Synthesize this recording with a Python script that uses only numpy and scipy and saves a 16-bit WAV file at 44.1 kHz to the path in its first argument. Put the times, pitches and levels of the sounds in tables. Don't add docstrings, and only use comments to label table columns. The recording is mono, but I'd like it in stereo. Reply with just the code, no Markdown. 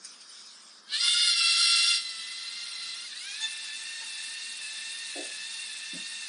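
import sys
import numpy as np
from scipy import signal
from scipy.io import wavfile
from scipy.ndimage import uniform_filter1d

SR = 44100
rng = np.random.default_rng(int(sys.argv[2]) if len(sys.argv) > 2 else 0)


def voltage_ratio(level):
    return 10 ** (np.asarray(level, float) / 20)


def master(y):
    cut = np.clip(np.atleast_2d(y).T, -1, 1)
    pcm = np.round(cut * 32767)
    wavfile.write(sys.argv[1], SR, pcm.astype(np.int16))


N = 276948
T = np.arange(N) / SR
COARSE = T[::64]

# time in seconds, state
STATE = [(1.0, 0), (1.01, 1), (1.95, 1), (2.05, 2), (3.06, 2), (3.061, 0), (3.21, 0), (3.211, 3)]
AHEAD_S = 1.66, 3.27
# start in seconds, peak level in dB, pitch in Hz.
TICKS = [
    (0.046, -31.5, 5070),
    (0.209, -37.5, 5400),
    (0.292, -42, 4900),
    (0.3305, -53, 5030),
    (0.3994, -44, 5030),
]


def evened(x):
    return x / np.sqrt(np.mean(x ** 2) + 1e-20)


def read(points, hz):
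    f, value = np.transpose(points)
    return np.interp(np.log(hz + 1), np.log(f + 1), value)


def curves(rows):
    s, *columns = np.transpose(rows)
    return [np.interp(T, s, column) for column in columns]


def drive_state():
    return curves(STATE)[0].round().astype(int)


def wander(rate_hz):
    low_pass = signal.butter(2, np.clip(rate_hz / SR * 128, 0, .95))
    return evened(signal.lfilter(*low_pass, rng.standard_normal(len(COARSE))))


def noise(spectrum, patchy_db=0.):
    frames, hz = N // 256 + 5, np.fft.rfftfreq(1024, 1 / SR)
    a, b, patches = rng.standard_normal((frames, 513, 3)).T
    patches = uniform_filter1d(patches, size=9, axis=0)
    patches = evened(uniform_filter1d(patches, size=10, axis=1))
    z = (a + 1j * b) * voltage_ratio(read(spectrum, hz)[:, None] + patchy_db * patches)
    return evened(signal.istft(z, nperseg=1024, noverlap=768)[1][:N])


def resonate(x, hz, width_hz):
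    turn = np.exp(2j * np.pi * np.cumsum(hz * np.ones(len(x))) / SR)
    r = np.exp(-np.pi * width_hz / SR)
    smooth = signal.lfilter([(1 - r) ** 2], [1, -2 * r, r * r], x / turn)
    return 2 * (turn * smooth).real


def add(mix, s, sound):
    part = mix[round(s * SR):][:len(sound)]
    part += sound[:len(part)]


def drive():
    # time in seconds, level in dB.
    loudness = [(.7, -86), (.8, -77), (.84, -67), (.94, -32.5), (1.06, -25), (1.3, -24), (1.35, -28),
                (1.4, -25.5), (1.68, -24), (1.94, -25.5), (2.04, -38), (2.95, -38), (3.11, -40.5),
                (3.41, -36.5), (3.58, -38), (6.28, -38.5)]
    whine_levels = [2.8, 0.87, 0.42, 1.87]
    brush_levels = [-10.5, -9, -9, -6.5]
    can_levels = [-16, 1, -19, -2]

    speed_hz = motor_speeds()
    backlash = np.interp(COARSE, AHEAD_S, [.27, .5])
    (lead, shaft), (other, _) = (whine(hz, .005, .014, backlash) for hz in speed_hz)
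    other_share = np.interp(T, AHEAD_S, [.45, .65])

    levels = np.array([whine_levels, brush_levels, can_levels], float)[:, drive_state()]
    whine_db, hiss_db, can_db = uniform_filter1d(levels, size=3500, axis=1)
    slip_db, slip_hz_per_s = -8, 2300
    speed_change = np.gradient(speed_hz[0]) * SR
    whine_db = whine_db + slip_db * np.minimum(speed_change / slip_hz_per_s, 1) ** 2

    throb = 1 + 0.059 * np.cos(2 * np.pi * shaft)
    teeth = voltage_ratio(whine_db) * (lead + other_share * other)
    loose = throb * (voltage_ratio(-4) * gear_rattle() + brush_hiss(hiss_db, can_db))
    level_db, = curves(loudness)
    return voltage_ratio(level_db) * (teeth + loose)


def motor_speeds():
    # time in seconds, rate in Hz.
    set_speed = [(.86, 526.5), (.92, 568), (.98, 597.9), (1.005, 694.2), (1.08, 709.6), (1.23, 710),
                 (1.45, 679.6), (1.9, 689.7), (2.2, 664), (2.6, 695.5), (2.93, 673), (3.05, 707),
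                 (3.075, 696), (3.12, 562.3), (3.27, 792.4), (3.42, 878.4), (3.9, 914.5), (6.28, 905.7)]
    # slowest moment in seconds, loss of the louder motor in Hz, of the other in Hz.
    drags = [
        (3.7, 28.02, 20.7),
        (4.14, 32.15, 18),
        (4.65, 46, 40),
        (5.14, 44, 15.2),
        (5.31, 30, 12),
        (5.71, 36.1, 28),
        (6.28, 38, 14.4),
    ]
    drag_s, recover_s, speed_gap = .09, .34, .008

    set_hz, = curves(set_speed)
    lost = 0
    for s, *hz in drags:
        dip = np.interp(T - s, [-drag_s, 0, recover_s], [0, 1, 0])
        lost = lost + np.outer(hz, dip)
    both = set_hz * np.array([[1], [1 + speed_gap]]) - lost
    return uniform_filter1d(both, size=1500, axis=1)


def whine(mesh_hz, wobble, runout, fuzz, flutter_db=2.0):
    # multiple of the meshing rate, level in dB
    # speeding up, in dB while new, in dB once suppressed, in dB driving ahead.
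    orders = [(1, -47, -46, -40, -26.5), (2, -23, -10.5, -14.5, -7), (2.38, -30, -19, -34, -18.5),
              (2.68, -14, -24, -14.5, -17), (3, -3, -10, -7, -5), (4, -9.5, -0.55, -7, -3),
              (4.8, -17.5, -10.5, -11, -4.5), (5, -18, 4, -3, -17), (5.4, -34, -21, -9, -15),
              (6, 2.5, 2, 2, -13), (6.4, -6.5, -10, -22, -19), (7, 0, -3.5, -9, -6),
              (8, -46, -0.5, -5, -26)]
    # frequency in Hz, level in dB.
    plastic_body = [(3250, 1), (3400, -6.5), (3530, -1), (3900, -3.5), (4100, 0), (4270, -5.5), (4700, 3.5),
                    (5560, 0), (5800, -21), (6500, -38)]
    teeth_per_turn = 10

    unsteady = 1 + wobble * np.interp(T, COARSE, wander(13.4))
    turns = np.cumsum(mesh_hz * unsteady) / SR
    off_centre = np.sin(2 * np.pi * (turns / teeth_per_turn + rng.random()))
    teeth = turns + runout * off_centre
    state = drive_state()[::64]
    out = 0
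    for k, *db in orders:
        level_db = uniform_filter1d(np.array(db, float)[state], size=30)
        size = voltage_ratio(level_db + flutter_db * wander(10.4))
        size *= voltage_ratio(read(plastic_body, k * mesh_hz[::64]))
        size = size * (1 + fuzz * min(k / 2.2, 1) * (wander(55) + 1j * wander(31)))
        tone = np.exp(2j * np.pi * (k * teeth + rng.random()))
        out = out + (np.interp(T, COARSE, size) * tone).real
    return out / voltage_ratio(7.5), turns / teeth_per_turn


def gear_rattle():
    # frequency in Hz, level in dB per Hz.
    turn_colour = [(470, -47), (800, -33.5), (1220, -49), (1340, -9.5), (1500, -25), (2080, -7),
                   (2460, -19), (2730, -10.5), (3010, -5.5), (3280, -0.5), (3880, 0), (4050, -4),
                   (4380, 1.5), (5600, -4.5), (6500, -29), (8450, -46), (14300, -120)]
    # frequency in Hz, level in dB per Hz.
    ahead_colour = [(350, -32), (600, -38), (778, -35), (894, -16), (1060, -26.5), (1630, -8), (1780, -14),
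                    (1930, -5), (2260, -11), (2730, -0.5), (3080, -8), (3720, 2), (6500, -7.5),
                    (8450, -31.5), (14300, -120)]

    turning = noise(turn_colour, patchy_db=1.5)
    turning = turning - resonate(turning, 5300, 330)
    ahead = np.interp(T, AHEAD_S, [0, 1])
    return np.sqrt(1 - ahead) * turning + np.sqrt(ahead) * noise(ahead_colour, patchy_db=1.2)


def brush_hiss(hiss_db, can_db):
    # frequency in Hz, level in dB per Hz.
    hiss_colour = [(3290, -32), (5600, -17), (5880, -7), (6150, -2.5), (7470, 2.5), (8200, 4), (8830, 7.5),
                   (9560, 4.5), (9960, 5.5), (10800, -19), (14000, -54), (22000, -120)]
    hiss = noise(hiss_colour, patchy_db=0.5)
    can = sum(resonate(hiss, hz, 340) for hz in [8150, 9570])
    hiss = hiss + voltage_ratio(can_db) * can
    return hiss * voltage_ratio(1.27 * np.interp(T, COARSE, wander(220)) + hiss_db)


def catches():
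    # middle in seconds, length in seconds, pitch in Hz, width in Hz, level in dB.
    bites = [(.95, .035, 2950, 250, -38), (.95, .04, 4200, 1000, -33), (1.05, .03, 1100, 100, -50),
             (3.19, .03, 3980, 150, -45), (3.44, .03, 6600, 400, -42), (3.45, .03, 3545, 6, -33),
             (3.45, .03, 1772, 6, -41), (3.44, .03, 886, 6, -55), (4.03, .04, 893, 30, -58),
             (4.68, .04, 2625, 6, -42), (4.68, .04, 3495, 6, -46)]
    out = np.zeros(N)
    t = T[:SR // 3] - 1 / 6
    for s, length, hz, width_hz, db in bites:
        ring = evened(resonate(rng.standard_normal(len(t)), hz, width_hz))
        add(out, s + t[0], voltage_ratio(db) * np.exp(-(t / length) ** 2) * ring)
    return out


def arm_servo():
    # time in seconds, level in dB, centre of the main resonance in Hz.
    hold = [(0, -59.5, 5000), (.1, -52, 5200), (.25, -58, 4900), (.33, -51.5, 5100), (.55, -53.5, 5300),
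            (.79, -56.5, 4880), (.84, -62, 4680)]
    # frequency in Hz, level in dB per Hz.
    sizzle_colour = [(470, -49), (800, -22.5), (1310, -20), (2270, -9), (2920, -10), (3400, -3), (3790, -3),
                     (4370, -8), (5030, -1.5), (7210, -8.5), (9360, -5), (9880, -6), (10800, -54),
                     (14000, -66), (22000, -120)]
    jolt_db, jolt_s = -19, 0.016

    level_db, hz = curves(hold + [(.92, -60, 4800), (1.1, -90, 4800)])
    ring = evened(resonate(rng.standard_normal(N), hz, 750))
    jolts = sum(voltage_ratio(db + jolt_db) * np.exp(-abs((T - s - .01) / jolt_s)) for s, db, _ in TICKS)
    sizzle = voltage_ratio(1.1) * noise(sizzle_colour, patchy_db=4.0)
    return (voltage_ratio(level_db) + jolts) * (sizzle + voltage_ratio(-0.6) * ring)


def plastic_ticks():
    # frequency in Hz, width in Hz, level in dB.
    shell = [(2000, 900, -13), (5330, 900, -13), (6530, 410, 2), (9080, 500, 7.5)]
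    out, t = np.zeros(N), T[:SR // 10]
    for s, db, pitch_hz in TICKS:
        burst = rng.standard_normal(len(t)) * voltage_ratio(-60 * t / 0.1) * np.minimum(t / 0.0023, 1)
        tick = sum(voltage_ratio(g) * resonate(burst, f, w) for f, w, g in shell)
        tick = tick + voltage_ratio(-4) * resonate(burst, pitch_hz, 500)
        add(out, s, voltage_ratio(db) * tick / abs(tick).max())
    return out


def knocks():
    # start in seconds, peak level in dB, lowest Hz, highest Hz, time to fade by 60 dB in seconds.
    blows = [
        (4.008, -56, 200, 900, .12),
        (5.153, -33.5, 270, 480, 0.27),
        (5.153, -35, 500, 800, 0.36),
        (5.93, -37.5, 140, 400, .24),
        (5.94, -50, 550, 677, .12),
    ]
    cut_share = 0.88

    out, t = np.zeros(N), T[:SR // 4]
    for s, db, low_hz, high_hz, t60 in blows:
        band = signal.cheby2(4, 40, [.8 * low_hz, 1.15 * high_hz], "band", fs=SR, output="sos")
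        strike = 1 + 1.7 * np.exp(-t / 0.0019)
        fade = voltage_ratio(-60 * np.maximum(t - .03, 0) / t60)
        tail = signal.sosfilt(band, rng.standard_normal(len(t)) * strike * fade)
        cut = np.clip((cut_share * t60 - t) / 0.011, 0, 1)
        add(out, s, voltage_ratio(db) * tail / abs(tail).max() * cut)
    return out


def room():
    # frequency in Hz, level in dB per Hz.
    murmur = [(15, -77), (25, -47), (64, -111), (202, -15), (302, -24), (329, -18), (370, -23.5),
              (667, -22), (874, -22.5), (983, -19), (1220, -14.5), (1400, -15), (1820, -19), (3080, -120)]
    return voltage_ratio(-61.5) * noise(murmur, patchy_db=1.0)


def scene():
    mono = drive() + catches() + arm_servo() + plastic_ticks() + knocks() + room()
    return np.array([mono, mono])


def redraw_treble(x):
    # frequency in Hz, share of cells redrawn.
    redrawn = [(4000, 0), (4700, .04), (5600, .04), (6200, .15), (7500, .28), (9000, .5), (10400, .35)]
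    # time in seconds, factor on that share.
    new_sound = [
        (.95, 1),
        (1.0, .45),
        (2.2, .45),
        (2.3, 1),
    ]

    hz, t, z = signal.stft(x, SR, nperseg=2048, noverlap=1024, window="cosine")
    band = (np.log(hz + 1) * 5.5).astype(int)
    share = read(redrawn, np.exp((band + .5) / 5.5)) * (hz < 10300)
    share = share[:, None] * np.interp(t, *np.transpose(new_sound))
    swapped = rng.random((len(t), band.max() + 1)).T[band] < share
    size = np.sqrt(uniform_filter1d(abs(z) ** 2, size=25, axis=0) / 2 + 1e-24)
    a, b = rng.standard_normal((len(t), len(hz), 2, 2)).T
    z = np.where(swapped, size * (a + 1j * b), z)
    return signal.istft(z, SR, nperseg=2048, noverlap=1024, window="cosine")[1][:, :N]


def band_limit(x):
    return signal.sosfilt(signal.butter(12, 10930, fs=SR, output="sos"), x)


def record(dry):
    bass_cut = signal.butter(5, 145, "high", fs=SR, output="sos")
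    mix = redraw_treble(signal.sosfilt(bass_cut, dry[0]))
    return band_limit(mix)


dry = scene()
out = record(dry)
master(out)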